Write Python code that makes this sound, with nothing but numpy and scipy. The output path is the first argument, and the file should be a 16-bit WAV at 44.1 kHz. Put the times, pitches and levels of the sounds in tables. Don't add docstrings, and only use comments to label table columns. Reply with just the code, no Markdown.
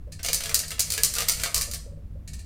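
import sys
import numpy as np
from scipy import signal
from scipy.fft import rfft, irfft, next_fast_len
from scipy.io import wavfile
from scipy.ndimage import uniform_filter1d

SR = 44100
rng = np.random.default_rng(int(sys.argv[2]) if len(sys.argv) > 2 else 0)


def dump(signal):
    limited = np.clip(np.atleast_2d(signal).T, -1, 1)
    pcm = np.round(limited * 32767).astype(np.int16)
    wavfile.write(sys.argv[1], SR, pcm)


N = 108045
T = np.arange(N) / SR


def from_db(db):
    return 10 ** (np.asarray(db) / 20)


def unit_rms(x):
    return x / np.sqrt(np.mean(x ** 2) + 1e-20)


def at_hz(points, hz):
    freqs, values = np.transpose(points)
    return np.interp(np.log(np.maximum(hz, 1)), np.log(freqs), values)


def decay(t, t60_s):
    return np.exp(-np.log(1000) * t / t60_s)


def colour(x, points):
    size = 2 * next_fast_len(N)
    gain = unit_rms(from_db(at_hz(points, np.arange(size // 2 + 1) * SR / size)))
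    cepstrum = irfft(np.log(gain))
    cepstrum[1:size // 2] *= 2
    cepstrum[size // 2 + 1:] = 0
    return irfft(rfft(x, size) * np.exp(rfft(cepstrum)), size)[:N]


def add(out, start_s, sound):
    i = max(int(start_s * SR), 0)
    out[i:i + len(sound)] += sound[:max(N - i, 0)]


def ringing(modes, t):
    return sum(from_db(db) * np.sin(2 * np.pi * hz * t) * decay(t, t60_s) for hz, db, t60_s in modes)


def crack(envelope):
    burst = envelope * rng.standard_normal(len(envelope))
    flat = irfft(np.exp(1j * np.angle(rfft(burst))), len(envelope))
    local_rms = np.sqrt(np.abs(uniform_filter1d(flat ** 2, 24)) + 1e-18)
    return envelope * flat / local_rms


def contacts(hits, rise_s, t60_s, hard_db=-np.inf):
    out, t = np.zeros(N), T[:next_fast_len(SR // 8)]
    for start_s, db in hits:
        stretch = np.clip(np.exp(0.06 * (hard_db - db)), 1, 2)
        attack = np.minimum(t / (rise_s * stretch ** 2), 1)
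        envelope = attack * decay(t, t60_s * stretch) / np.sqrt(stretch)
        add(out, start_s, from_db(db) * crack(envelope))
    return out


# frequency in Hz, rms level in dB, throb depth from 0 to 1.
HUM_TONES = [(93, -49.5, 0.1), (154.7, -50.5, 0.9)]
# time in seconds, rms level in dB.
RUMBLE_LEVELS = [(0, -39), (.4, -39), (.7, -43), (1.1, -42), (1.4, -37.5), (1.7, -37.5), (1.88, -41),
                 (2.0, -37.5), (2.45, -38.5)]
# frequency in Hz, relative density in dB.
RUMBLE_SPECTRUM = [(20, -4), (30, -7.5), (55, 1.5), (85, -5.5), (105, -14), (125, -21), (200, -20),
                   (300, -32.5), (600, -50.5), (2000, -77.5)]
HISS_SPECTRUM = [(100, 3), (220, 8), (350, -4.5), (550, -8), (800, -13.5), (2000, -21), (6000, -29.5),
                 (15000, -31)]

def background(throb_hz=5.52, throb_peak_s=0.145, hiss_db=-55.5):
    throb = np.cos(2 * np.pi * throb_hz * (T - throb_peak_s))
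    hum = 0
    for hz, db, depth in HUM_TONES:
        tone = np.sin(2 * np.pi * (hz * T + rng.random()))
        hum += from_db(db) * unit_rms((1 + depth * throb) * tone)
    rumble_db = np.interp(T, *np.transpose(RUMBLE_LEVELS))
    rumble = unit_rms(colour(rng.standard_normal(N), RUMBLE_SPECTRUM))
    hiss = unit_rms(colour(rng.standard_normal(N), HISS_SPECTRUM))
    return hum + from_db(rumble_db) * rumble + from_db(hiss_db) * hiss


# start in seconds, relative level in dB.
FINGER_TAPS = [(.067, -46.5), (1.668, -44.5), (1.853, -45), (1.915, -50), (1.966, -52), (2.15, -51)]
# frequency in Hz, relative level in dB, T60 in seconds.
PANEL_MODES = [(460, -1.5, 0.03), (526, -1, 0.055), (664, -5, 0.04)]
# frequency in Hz, relative level in dB.
RUB_SPECTRUM = [(150, -19.5), (400, -14.5), (490, -3), (570, 1.5), (640, -13), (740, -35), (2000, -42),
                (8000, -52.5)]

def finger_taps(rise_s=0.012, detune=0.019):
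    thuds, t = np.zeros(N), T[:SR // 2]
    swell = np.minimum(t / rise_s, 1) ** 2
    for start_s, db in FINGER_TAPS:
        modes = [(hz * (1 + rng.normal(0, detune)), mode_db, t60_s) for hz, mode_db, t60_s in PANEL_MODES]
        add(thuds, start_s, from_db(db) * swell * ringing(modes, t))
    rub = colour(contacts(FINGER_TAPS, rise_s, t60_s=0.082), RUB_SPECTRUM)
    return from_db(5) * thuds + from_db(8.5) * rub


# frequency in Hz, T60 in seconds.
ROOM_DECAY = [(400, 0.68), (2000, 0.36), (6000, 0.36), (10000, 0.35), (15000, 0.19)]

def room(x, patterns=6, move_s=0.09, build_s=0.0068, gain_db=-1.5):
    t = T[:SR // 2]
    white = rfft(rng.standard_normal((patterns, len(t))))
    hz = np.arange(len(t) // 2 + 1) * SR / len(t)
    edges_hz = np.geomspace(100, 20000, 15)
    tails = 0
    for lo, hi in zip(edges_hz, edges_hz[1:]):
        band = irfft(white * (hz >= lo) * (hz < hi), len(t))
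        tails += band * decay(t, at_hz(ROOM_DECAY, np.sqrt(lo * hi)))
    tails *= np.minimum(t / build_s, 1) ** 2
    tails *= 1 + from_db(6) * decay(t, t60_s=0.077)
    out = 0
    for k, tail in enumerate(tails):
        away = np.abs((T / move_s + k) % patterns - 1)
        crossfade = np.cos(np.pi / 2 * np.minimum(away, 1))
        out += signal.fftconvolve(x * crossfade, tail / np.sqrt(np.sum(tail ** 2)))[:N]
    return from_db(gain_db) * out


# start in seconds, relative level in dB.
NAIL_TICKS = [(0.121, -46.5), (0.191, -57), (2.276, -47.5), (2.333, -47), (2.391, -52)]
# frequency in Hz, relative level in dB.
NAIL_SPECTRUM = [(300, -10), (900, -24.5), (1600, -16), (1780, 7.5), (2050, -17.5), (2350, 1), (3400, -7.5),
                 (4150, 5.5), (5300, 0), (6100, -1.5), (7500, 4), (8700, 1), (11000, -4.5), (16000, -17)]

def nails(edge_db=20):
    ticks = colour(contacts(NAIL_TICKS, rise_s=0.0022, t60_s=0.072), NAIL_SPECTRUM)
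    ring = box_ring([(start_s, db + edge_db, db) for start_s, db in NAIL_TICKS])
    return from_db(7.5) * ticks + from_db(1.5) * ring


# frequency in Hz, relative level in dB, T60 in seconds.
BOX_MODES = [(457, -12, .16), (560, -13, .09), (688, -10, .13), (1780, -9, .16), (1960, -4, .09),
             (2236, -2, .11), (2400, -5, .1), (2798, -4, .13), (4155, -4, .08), (4590, -5, .08),
             (4830, -4, .08), (6020, 0, .09), (6150, -3, .08), (6645, -3, .1), (7208, -3, .09),
             (8215, -7, .07), (8750, -8, .07), (9548, -4, .08), (15200, -6, .05)]

def box_ring(hits, split_hz=3500, detune=0.005, spread_db=3.5):
    out, t = np.zeros(N), T[:SR // 6]
    for start_s, click_db, clack_db in hits:
        modes = []
        for hz, db, t60_s in BOX_MODES:
            drive_db = clack_db if hz < split_hz else click_db - 11
            modes.append((hz * (1 + rng.normal(0, detune)), db + rng.normal(drive_db, spread_db), t60_s))
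        add(out, start_s, rng.choice([-1, 1]) * ringing(modes, t))
    return from_db(-14) * out


CONTACT_RISE_S, HARD_CLICK_DB, HARD_CLACK_DB = 0.00058, -16, -27
# start in seconds,
# relative click level in dB, relative clack level in dB.
LANDINGS = [(0.192, -64, -40), (0.2302, -24.5, -65), (.247, -21.5, -29), (.261, -20.5, -32.5),
            (.285, -21, -23.5), (0.295, -45, -38.5), (0.3311, -13.5, -31), (.345, -14.5, -42),
            (.405, -26.5, -31), (0.4363, -23, -32.5), (0.457, -25.5, -32), (.4928, -23.5, -30.5),
            (0.512, -32, -33.5), (.5440, -10, -33.5), (0.5525, -15, -45), (.591, -18, -41.5),
            (.600, -25, -40.5), (0.635, -42, -35.5), (.680, -27.5, -53), (.705, -24.5, -36),
            (0.716, -29, -32.5), (0.781, -44.5, -37.5), (0.7938, -16, -35), (0.796, -14, -35.5),
            (0.8039, -14, -48.5), (0.9028, -18.5, -33), (.921, -18, -46), (.937, -21, -32.5),
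            (0.978, -19.5, -26.5), (1.034, -8, -33), (1.047, -13.5, -41.5), (1.1376, -20, -40),
            (1.152, -21, -37), (1.165, -24, -33), (1.184, -17, -25.5), (1.205, -20, -26.5),
            (1.22, -25, -26.5), (1.2845, -15, -28), (1.2875, -14.5, -32.5), (1.2955, -14, -32),
            (1.32, -20, -41), (1.3967, -27.5, -33), (1.4351, -17, -23.5), (1.459, -29.5, -27.5),
            (1.5442, -12, -34.5), (1.562, -18.5, -30.5), (1.5782, -18.5, -38.5), (1.611, -19, -31.5),
            (1.618, -19, -40), (1.7125, -25, -48), (1.735, -23.5, -38), (1.744, -25, -43.5)]
# frequency in Hz, relative level in dB.
CLICK_SPECTRUM = [(800, -27.5), (2000, -12), (2700, -7.5), (3500, -9.5), (4150, 2), (4800, 4.5),
                  (5650, 0.5), (6050, 5.5), (6400, 0), (7100, 4.5), (7700, 1), (8500, 4.5), (9100, -1),
                  (9600, 5), (10800, -6), (12200, -2.5), (13700, -7.5), (15100, -2.5), (16500, -29)]
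CLACK_SPECTRUM = [(200, -29.5), (380, -12.5), (470, 3), (680, 0.5), (770, -7.5), (1250, -2.5), (1550, -6),
                  (1950, 3.5), (2900, 1.5), (4500, 3), (9000, -17)]

def rattle():
    sliding = skitter()
    click_hits = [(start_s, db) for start_s, db, _ in LANDINGS]
    clack_hits = [(start_s, db) for start_s, _, db in LANDINGS]
    sharp = contacts(click_hits, CONTACT_RISE_S, t60_s=0.019, hard_db=HARD_CLICK_DB)
    dull = contacts(clack_hits, CONTACT_RISE_S, t60_s=0.029, hard_db=HARD_CLACK_DB)
    clicks = colour(from_db(1) * sharp + from_db(-1) * sliding, CLICK_SPECTRUM)
    clacks = colour(from_db(1) * dull + from_db(-6) * sliding, CLACK_SPECTRUM)
    return clicks + clacks + piece_ring() + box_ring(LANDINGS)


def piece_ring(range_hz=(1100, 6000), count=5, t60_s=0.045):
    out, t = np.zeros(N), T[:SR // 12]
    attack = np.minimum(t / CONTACT_RISE_S, 1)
    for start_s, _, clack_db in LANDINGS:
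        pitches_hz = np.exp(rng.uniform(*np.log(range_hz), count))
        add(out, start_s, attack * ringing([(hz, clack_db - 8, t60_s) for hz in pitches_hz], t))
    return out


# time in seconds, relative level in dB.
SKITTER_LEVELS = [(.23, -41), (.29, -43), (.38, -48), (.48, -46.5), (.56, -50), (.66, -63), (.72, -51),
                  (.78, -61), (.87, -41), (.95, -41), (1.1, -49.5), (1.2, -38.5), (1.26, -44), (1.36, -43),
                  (1.46, -35), (1.53, -55), (1.62, -45), (1.74, -52), (1.78, -63)]

def skitter(touches_per_s=500, spread_db=4):
    sizes = from_db(spread_db * np.minimum(rng.exponential(1, N), 3))
    signs = rng.choice([-1, 1], N)
    touching = rng.random(N) < touches_per_s / SR
    level_db = np.interp(T, *np.transpose(SKITTER_LEVELS), left=-np.inf, right=-np.inf)
    return from_db(level_db) * unit_rms(sizes * signs * touching)


# frequency in Hz, relative level in dB.
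SNAP_SPECTRUM = [(3000, -31), (9000, -12), (12000, 1.5), (13700, -6), (15100, 4), (16500, -22.5)]

def snaps(growth_db_per_db=1.53):
    hits = [(start_s, HARD_CLICK_DB + growth_db_per_db * (click_db - HARD_CLICK_DB))
            for start_s, click_db, _ in LANDINGS]
    return from_db(-4.5) * colour(contacts(hits, CONTACT_RISE_S, t60_s=0.0093), SNAP_SPECTRUM)


def scene():
    box = rattle() + nails()
    snap, taps = snaps(), finger_taps()
    reflections = room(box + 0.45 * snap + 0.35 * taps)
    return (box + snap + taps + reflections + background())[None]


def record(dry):
    ceiling, stopband_hz = 0.9, 16900
    rounded = dry / (1 + (dry / ceiling) ** 4) ** (1 / 4)
    return signal.sosfilt(signal.cheby2(16, 60, stopband_hz, fs=SR, output="sos"), rounded)


dry = scene()
out = record(dry)
dump(out)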